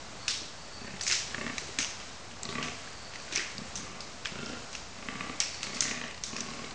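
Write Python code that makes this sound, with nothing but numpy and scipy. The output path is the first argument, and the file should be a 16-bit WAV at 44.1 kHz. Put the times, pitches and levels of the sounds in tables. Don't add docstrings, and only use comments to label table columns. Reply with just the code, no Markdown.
import sys
import numpy as np
from scipy import signal
from scipy.fft import rfft, irfft, next_fast_len
from scipy.io import wavfile
from scipy.ndimage import map_coordinates

SR = 44100
rng = np.random.default_rng(int(sys.argv[2]) if len(sys.argv) > 2 else 0)


def voltage_ratio(level):
    return 10 ** (np.asarray(level, float) / 20)


def to_wav(sig):
    pcm = np.clip(np.atleast_2d(sig), -1, 1) * 32767
    pcm = np.round(pcm).astype(np.int16)
    wavfile.write(sys.argv[1], SR, pcm.T)


N = 297234

# time_s, level_db
BACKGROUND_LEVEL = [(0.0, 2), (.25, 0), (.5, -1), (0.9, -1), (1.3, 5), (2.1, 0.3), (2.35, -1), (2.6, 2), (3.1, .5),
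                    (3.7, 1), (3.9, -0.4), (4.2, -1), (4.5, 3), (4.95, -1.5), (5.8, 4.5), (6.2, -2.5), (6.4, 2),
                    (6.74, 0.5)]
# freq_hz, density_db_per_hz
RUMBLE_SPECTRUM = [(12, -57.5), (20, -28), (34, -7), (80, -3.5), (151, -7), (248, -7.5), (344, -11),
                   (527, -9.5), (594, -8.5), (659, -8), (1200, -12.5), (1560, -53), (2640, -120)]
# freq_hz, density_db_per_hz
LEAF_SPECTRUM = [(590, -59.5), (1000, -7.5), (1310, -2), (1820, -4), (2670, -5.5), (3400, -7.5),
                 (4040, -5.5), (5000, -5.5), (7150, -8), (9000, -16.5), (11700, -67), (19800, -120)]
RUMBLE_DB, LEAVES_DB, SWAY_DB = -49.5, -48, 0.8
RUMBLE_FOLLOWS = 0.35

# start_s, length_s,
# pitch_hz, level_db
RASPS_AND_WHINES = [
    (.15, .35, 4420, -52),
    (0.551, 0.17, 4570, -54),
    (.68, 0.25, 4540, -49.5),
    (2.9, .44, 4580, -53),
    (5.44, 0.39, 4540, -47),
    (.81, 0.14, 1770, -50),
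    (.93, 0.1, 2050, -53),
    (3.37, .17, 1830, -51),
    (5.8, 0.23, 1990, -48),
]
RASP_EDGE_S, SAG_HZ_PER_S, FADE_DB_PER_S = 0.068, 199, 15

# freq_hz, t60_s
WOOD_DECAY = [(200, 0.2), (1000, 0.43), (2500, 0.63), (5500, 0.56), (9000, 0.47)]
DIRECT_LAG_S = 0.0008

# freq_hz, level_db
TINE_MODES = [(3700, -4), (4300, -2.5), (4900, -0.5), (5500, 1), (6100, 3), (6800, 0), (7500, -4),
              (8300, -4), (9200, -10)]
# freq_hz, level_db
PALM_MODES = [(1400, -5), (1900, 0), (2400, 3), (2800, 2.5), (3200, -16)]
# time_s, peak_db, loudest_mode_hz, wood_answer_db
CLICKS = [(0.6904, -42, 4570, 3), (1.0332, -22, 7400, 10.5), (1.0772, -14.5, 6500, 9.5),
          (2.4311, -19, 7470, -4), (2.4526, -22.5, 4300, -10), (2.4895, -26, 4000, 11.5),
          (3.3584, -11.5, 6000, -7), (3.361, -21.5, 2250, 15.5), (3.374, -15, 5270, -2),
          (3.3939, -24.5, 1960, 16.5), (3.5805, -22, 4600, -16), (3.7551, -20, 6200, 9),
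          (4.0053, -24, 4920, 5.5), (4.2703, -24.5, 4970, -10), (4.46, -26, 5330, 2.5),
          (5.4014, -9.5, 5800, -21), (5.7443, -29, 5090, 15), (5.8058, -6, 6440, 0),
          (6.2365, -14.5, 5960, 4.5), (6.4053, -16.5, 6100, -18), (5.4023, -9.5, 7600, -3)]
# time_s, peak_db, loudest_mode_hz, wood_answer_db
RATTLES = [(0.995, -34, 3130, -19), (1.1214, -15, 5180, 6.5), (1.4774, -27, 1910, 0),
           (2.6259, -22.5, 2830, 9), (3.199, -35, 4460, -20), (3.323, -29, 3600, 12.5),
           (3.3512, -24, 5500, 7), (4.7276, -33.5, 5950, 7), (5.4038, -22, 5450, 9.5),
           (5.5419, -31.5, 4470, 5.5), (5.7668, -26, 5000, -1), (5.8204, -22, 6800, 7.5),
           (4.2552, -21, 3280, -1.5), (6.079, -35, 4140, -8), (6.1443, -36, 4200, -15),
           (6.1764, -34, 4470, -17), (6.3636, -27, 5350, 6.5), (6.503, -35, 4300, -11),
           (6.645, -33, 3550, -11), (6.708, -33.5, 4200, -14)]
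# time_s, peak_db, loudest_mode_hz, wood_answer_db
SMACKS = [(0.2792, -20, 2620, 10), (1.0097, -25.5, 4480, 5), (1.0649, -28.5, 2240, 15),
          (1.1114, -18.5, 2510, -16), (1.1268, -25, 5800, 4.5), (1.5803, -21, 2300, 0.5),
          (1.7857, -18.5, 2450, 8.5), (2.6818, -29, 2200, -20), (3.1564, -31, 1970, -20),
          (4.2493, -32, 2750, -6), (4.75, -25.5, 2590, -0.5), (5.6294, -23, 2760, 5),
          (5.8765, -34.5, 2000, 16.5), (6.109, -36, 2534, -13), (6.535, -33.5, 2600, -11)]
# time_s, peak_db, loudest_mode_hz, wood_answer_db
KNOCKS = [(0.9636, -41, 2020, 7), (1.077, -29, 2540, -8), (1.0983, -20, 2160, 10), (1.3446, -24, 1730, -18),
          (1.9992, -36, 2730, 10), (2.3106, -36.5, 2880, 8), (2.8738, -36, 1660, -3),
          (3.1355, -36.5, 1820, 12.5), (3.279, -36.5, 1940, 4), (3.311, -37, 1490, 13),
          (3.3788, -21.5, 2440, -2), (4.2548, -28, 1560, 9.5), (5.909, -36, 2240, -2)]
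# palm_db, tines_db
RACK_REACH = [
    (-24, -14),
    (-8, -6.5),
    (-9.5, 0),
    (-9, -7.5),
]

# time_s, peak_db, pitch_hz
THUDS = [(0.416, -38, 296), (1.104, -38, 362), (1.128, -49, 355), (1.62, -37, 400), (1.69, -34.5, 420),
         (1.789, -31, 273), (2.327, -43, 333), (3.327, -34, 333), (3.377, -34, 370), (5.411, -47, 197)]

# first_closure_s, last_closure_s, fold_cycles, early_drag_ms
GROANS = [
    (0.811, 1.066, 8, 0),
    (1.306, 1.53, 7, 9),
    (2.417, 2.714, 10, 18),
    (3.55, 3.653, 3, 0),
    (3.722, 4.079, 12, 0),
    (4.318, 4.606, 8, 0),
    (4.955, 5.35, 13, 15),
    (5.606, 6.095, 16, 0),
    (6.278, 6.719, 17, 0),
]
# chest_start_hz, chest_end_hz, throat_hz, lips_hz
TRACTS = [(222, 200, 840, 2600), (204, 248, 1153, 1850), (215, 247, 1153, 1950), (189, 246, 1300, 1800),
          (172, 196, 1173, 2100), (190, 259, 1400, 2700), (211, 266, 1165, 2010), (205, 246, 1148, 1960),
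          (224, 233, 1090, 4900)]
# peak_db, swell_db (start to end), brightness_db, throat_db, wood_answer_db
EFFORTS = [(-39, -13.5, -3.5, -10, -4), (-32.5, 5.5, -3, -2.5, -5.5), (-33, 2.5, -3.5, 1, -3),
           (-32, 11, -23, -11, -22), (-47.5, -9.5, -4, 2.5, 10), (-32.5, -3.5, -7, 1.5, -1.5),
           (-36, 5, -4.5, 1, -3), (-38.5, 0, 0, -5, -2), (-37.5, 0.5, -5, 3, -2)]
# chest_multiple, t60_s, level_db
CHEST_MODES = [(.68, 0.12, -14.5), (1.001, 0.038, 1.5), (1.749, 0.037, -5), (2.7, 0.073, -13.5)]
# throat_multiple, t60_s, level_db
MOUTH_MODES = [(1.002, 0.059, -2.5), (1.269, 0.0073, -2.5), (1.55, 0.019, -10.5), (1.9, 0.028, -2),
               (2.199, 0.024, -1.5), (2.55, 0.019, -5.5), (3.1, 0.018, -10)]
# time_s, rise_db
SNAPS = [(0.876, 0), (1.345, 7.5), (1.38, 6.5), (1.411, 9.5), (1.464, 6), (1.497, 8.5), (2.488, 1),
         (2.553, 5.5), (2.582, 7), (2.656, 1.5), (2.683, 3.5), (5.085, 8), (5.154, 7.5), (5.207, 11),
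         (5.238, 4), (5.295, 10.5), (5.911, 5.5), (6.013, 10.5), (6.038, 9.5), (6.33, 6.5), (6.408, -1)]
SNAP_REACH_S = 0.014
ATTACK_S, ATTACK_DB, RELEASE_S, RELEASE_DB = 0.036, 6, 0.034, 10.5
WEAK_DB, SCATTER_DB, JITTER_S = 0.5, 1.37, 0.002

# freq_hz, gain_db
CAMERA_BAND = [(7000, 0), (7600, 0), (8000, -1), (8500, -3), (9000, -4.5), (9700, -6.5), (10200, -17),
               (10600, -70.5), (11000, -75)]


def unit(x):
    return x / np.sqrt(np.mean(x ** 2, axis=-1, keepdims=True) + 1e-20)


def along(points, hz):
    f, v = np.transpose(points)
    return np.interp(np.log(hz + 1), np.log(f + 1), v)


def wobble(rate_hz):
    knots = rng.standard_normal(int(N * rate_hz / SR) + 4)
    return map_coordinates(knots, [np.arange(N) * rate_hz / SR])


def filtered(x, response):
    m = next_fast_len(len(x) + 8192)
    return irfft(rfft(x, m) * response(np.fft.rfftfreq(m, 1 / SR)), m)[:len(x)]


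def add(track, time_s, x):
    part = track[round(time_s * SR):][:len(x)]
    part += x[:len(part)]


def ring(hz, db, t60_s, rise_s=0.000087, size=SR // 16):
    t = np.arange(size) / SR
    return voltage_ratio(db - 60 * t / t60_s) * np.sin(2 * np.pi * hz * t) * (1 - np.exp(-t / rise_s))


def wood(x, gap_s=0.0015, lumpy_db=2.0):
    size = int(0.6 * SR)
    lumps = voltage_ratio(lumpy_db * np.repeat(rng.standard_normal(size // 64 + 1), 64)[:size])
    lumps *= 1 + 0.5 * np.exp(-np.arange(size) / (0.0016 * SR))
    hz, t, z = signal.stft(lumps * rng.standard_normal(size), SR, nperseg=256)
    decay = voltage_ratio(-60 * t / along(WOOD_DECAY, hz)[:, None])
    tail = signal.istft(z * decay, SR, nperseg=256)[1]
    return signal.fftconvolve(np.pad(x, (int(gap_s * SR), 0)), tail / np.linalg.norm(tail))


def air():
    time_s, level_db = np.transpose(BACKGROUND_LEVEL)
    background_db = np.interp(np.arange(N) / SR, time_s, level_db)
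    rumble = unit(filtered(rng.standard_normal(N), lambda f: voltage_ratio(along(RUMBLE_SPECTRUM, f))))
    leaves = unit(filtered(rng.standard_normal(N), lambda f: voltage_ratio(along(LEAF_SPECTRUM, f))))
    rumble *= voltage_ratio(RUMBLE_DB + RUMBLE_FOLLOWS * background_db + 0.1 * wobble(9.4))
    leaves *= voltage_ratio(LEAVES_DB + background_db + SWAY_DB * wobble(4.8))
    return rumble + leaves


def rasps_and_whines():
    track = np.zeros(N)
    smear = wobble(350) + 1j * wobble(350)
    for start_s, length_s, hz, db in RASPS_AND_WHINES:
        t = np.arange(int(length_s * SR)) / SR
        edges = np.clip(np.minimum(t, length_s - t) / RASP_EDGE_S, 0, 1)
        tone = np.exp(2j * np.pi * (hz - SAG_HZ_PER_S * t / 2) * t)
        rasp = np.real(smear[round(start_s * SR):][:len(t)] * tone)
        add(track, start_s, voltage_ratio(db - FADE_DB_PER_S * t) * edges * rasp)
    return voltage_ratio(2.4 * wobble(25)) * track


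def rack_modes(hz, palm_db, tines_db):
    tines = [(f, db + tines_db + 11.5 - 5 * max(0, np.log2(f / hz))) for f, db in TINE_MODES]
    return tines + [(f, db + palm_db + 9.0) for f, db in PALM_MODES]


def hump(hz, db, width_hz):
    grid_hz = np.fft.rfftfreq(256, 1 / SR)
    return voltage_ratio(2 * db) / (1 + ((grid_hz - hz) / width_hz) ** 4)


def antlers():
    track = np.zeros(N)
    for rows, (palm_db, tines_db) in zip([CLICKS, RATTLES, SMACKS, KNOCKS], RACK_REACH):
        for time_s, db, hz, wet_db in rows:
            modes = rack_modes(hz, palm_db, tines_db)
            detune, strength, late = rng.standard_normal((3, len(modes)))
            late = (np.abs(late) * 0.0014 * SR).astype(int)
            others = 0
            power = hump(hz, 2.4, 530)
            for (f, level_db), d, g, k in zip(modes, detune, strength, late):
                mode = ring(f * (1 + 0.072 * d), level_db + 0.84 * g, 45 / f, size=1300)
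                others = others + np.roll(mode, k)
                power = power + hump(f, level_db + 2.5 * g, 445)
            loudest = ring(hz, 0.84, 28 / hz, size=1300)
            add(track, time_s + DIRECT_LAG_S, voltage_ratio(db) * (loudest + voltage_ratio(-12.0) * others))
            blow = np.roll(irfft(np.sqrt(power)), 40)
            add(track, time_s, voltage_ratio(db + wet_db + 10.5) * wood(blow))
    return track


def thuds():
    track = np.zeros(N)
    for time_s, db, hz in THUDS:
        blow = ring(hz, db, 0.032, rise_s=0.00037)
        add(track, time_s, blow)
        add(track, time_s, voltage_ratio(1.0) * wood(blow))
    return track


def chest_ring(chest_hz):
    modes = []
    for multiple, t60_s, db in CHEST_MODES:
        d, g = rng.standard_normal(2)
        modes.append(ring(chest_hz * multiple * (1 + 0.065 * d), db + 2.9 * g, t60_s, rise_s=0.0021))
    return sum(modes)


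def mouth_ring(throat_hz, lips_hz, throat_db, snapped):
    mouth = 0
    for j, (multiple, t60_s, db) in enumerate(MOUTH_MODES):
        d, g = rng.standard_normal(2)
        level_db = db + 1.5 * g + throat_db * (j == 0)
        mouth = mouth + (-1) ** j * ring(throat_hz * multiple * (1 + 0.012 * j * d), level_db, t60_s)
    d, g = rng.standard_normal(2)
    mouth = mouth + ring(lips_hz * (1 + 0.015 * d), 2.5 * g - 1.5, 0.022)
    mouth *= 1 + 0.5 * np.repeat(rng.standard_normal(len(mouth) // 40 + 1), 40)[:len(mouth)]
    if snapped:
        mouth += ring(1.075 * lips_hz, 3.9, 0.0064)
    return mouth


def groan(timing, effort, tract):
    start_s, end_s, cycles, drag_ms = timing
    db, swell_db, bright_db, throat_db, _ = effort
    chest_start_hz, chest_end_hz, throat_hz, lips_hz = tract
    length_s = end_s - start_s
    voice = np.zeros(int(length_s * SR) + SR // 8)
    for k in range(int(cycles) + 1):
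        u, weak = k / cycles, k % 2
        jitter, scatter = rng.standard_normal(2)
        s = u * length_s + drag_ms / 1000 * np.sin(np.pi * u ** 0.75) ** 2
        edge_db = -ATTACK_DB * np.exp(-s / ATTACK_S) - RELEASE_DB * np.exp((s - length_s) / RELEASE_S)
        s = abs(s + JITTER_S * jitter)
        near = [(at_s - start_s, up) for at_s, up in SNAPS if abs(at_s - start_s - s) < SNAP_REACH_S]
        s, snap_db = near[0] if near else (s, 0)
        chest = chest_ring(chest_start_hz + (chest_end_hz - chest_start_hz) * min(1, 1.41 * u))
        mouth = mouth_ring(throat_hz, lips_hz, throat_db, snap_db > 0)
        mouth_db = bright_db + 0.46 * edge_db - 1.3 * weak + 0.55 * snap_db
        size_db = db + swell_db * (u - 0.5) + edge_db - WEAK_DB * weak
        size_db += 0.38 * snap_db + SCATTER_DB * scatter
        add(voice, s, -voltage_ratio(size_db) * (voltage_ratio(3.5) * chest + voltage_ratio(mouth_db) * mouth))
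    return voice + voltage_ratio(-16.5) * np.roll(voice, int(0.0045 * SR))


def bucks():
    track = np.zeros(N)
    for timing, effort, tract in zip(GROANS, EFFORTS, TRACTS):
        voice = groan(timing, effort, tract)
        arrival_s, wet_db = timing[0] + DIRECT_LAG_S, effort[-1]
        add(track, arrival_s, voice)
        add(track, arrival_s, voltage_ratio(wet_db) * wood(voice, gap_s=0.012))
    return track


def scene():
    return (air() + rasps_and_whines() + antlers() + thuds() + bucks())[None]


def roll_off(x):
    return signal.sosfilt(signal.butter(12, 10380, fs=SR, output="sos"), x)


def record(dry):
    x = filtered(dry[0], lambda f: voltage_ratio(along(CAMERA_BAND, f)))
    top = filtered(x, lambda f: 1 / (1 + (7600 / (f + 1)) ** 24))
    x = x + top * (voltage_ratio(3 * wobble(320) - 1.5) - 1)
    x = x + voltage_ratio(-83.5) * rng.standard_normal(N) - 0.0035
    return roll_off(x[None])


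dry = scene()
out = record(dry)
to_wav(out)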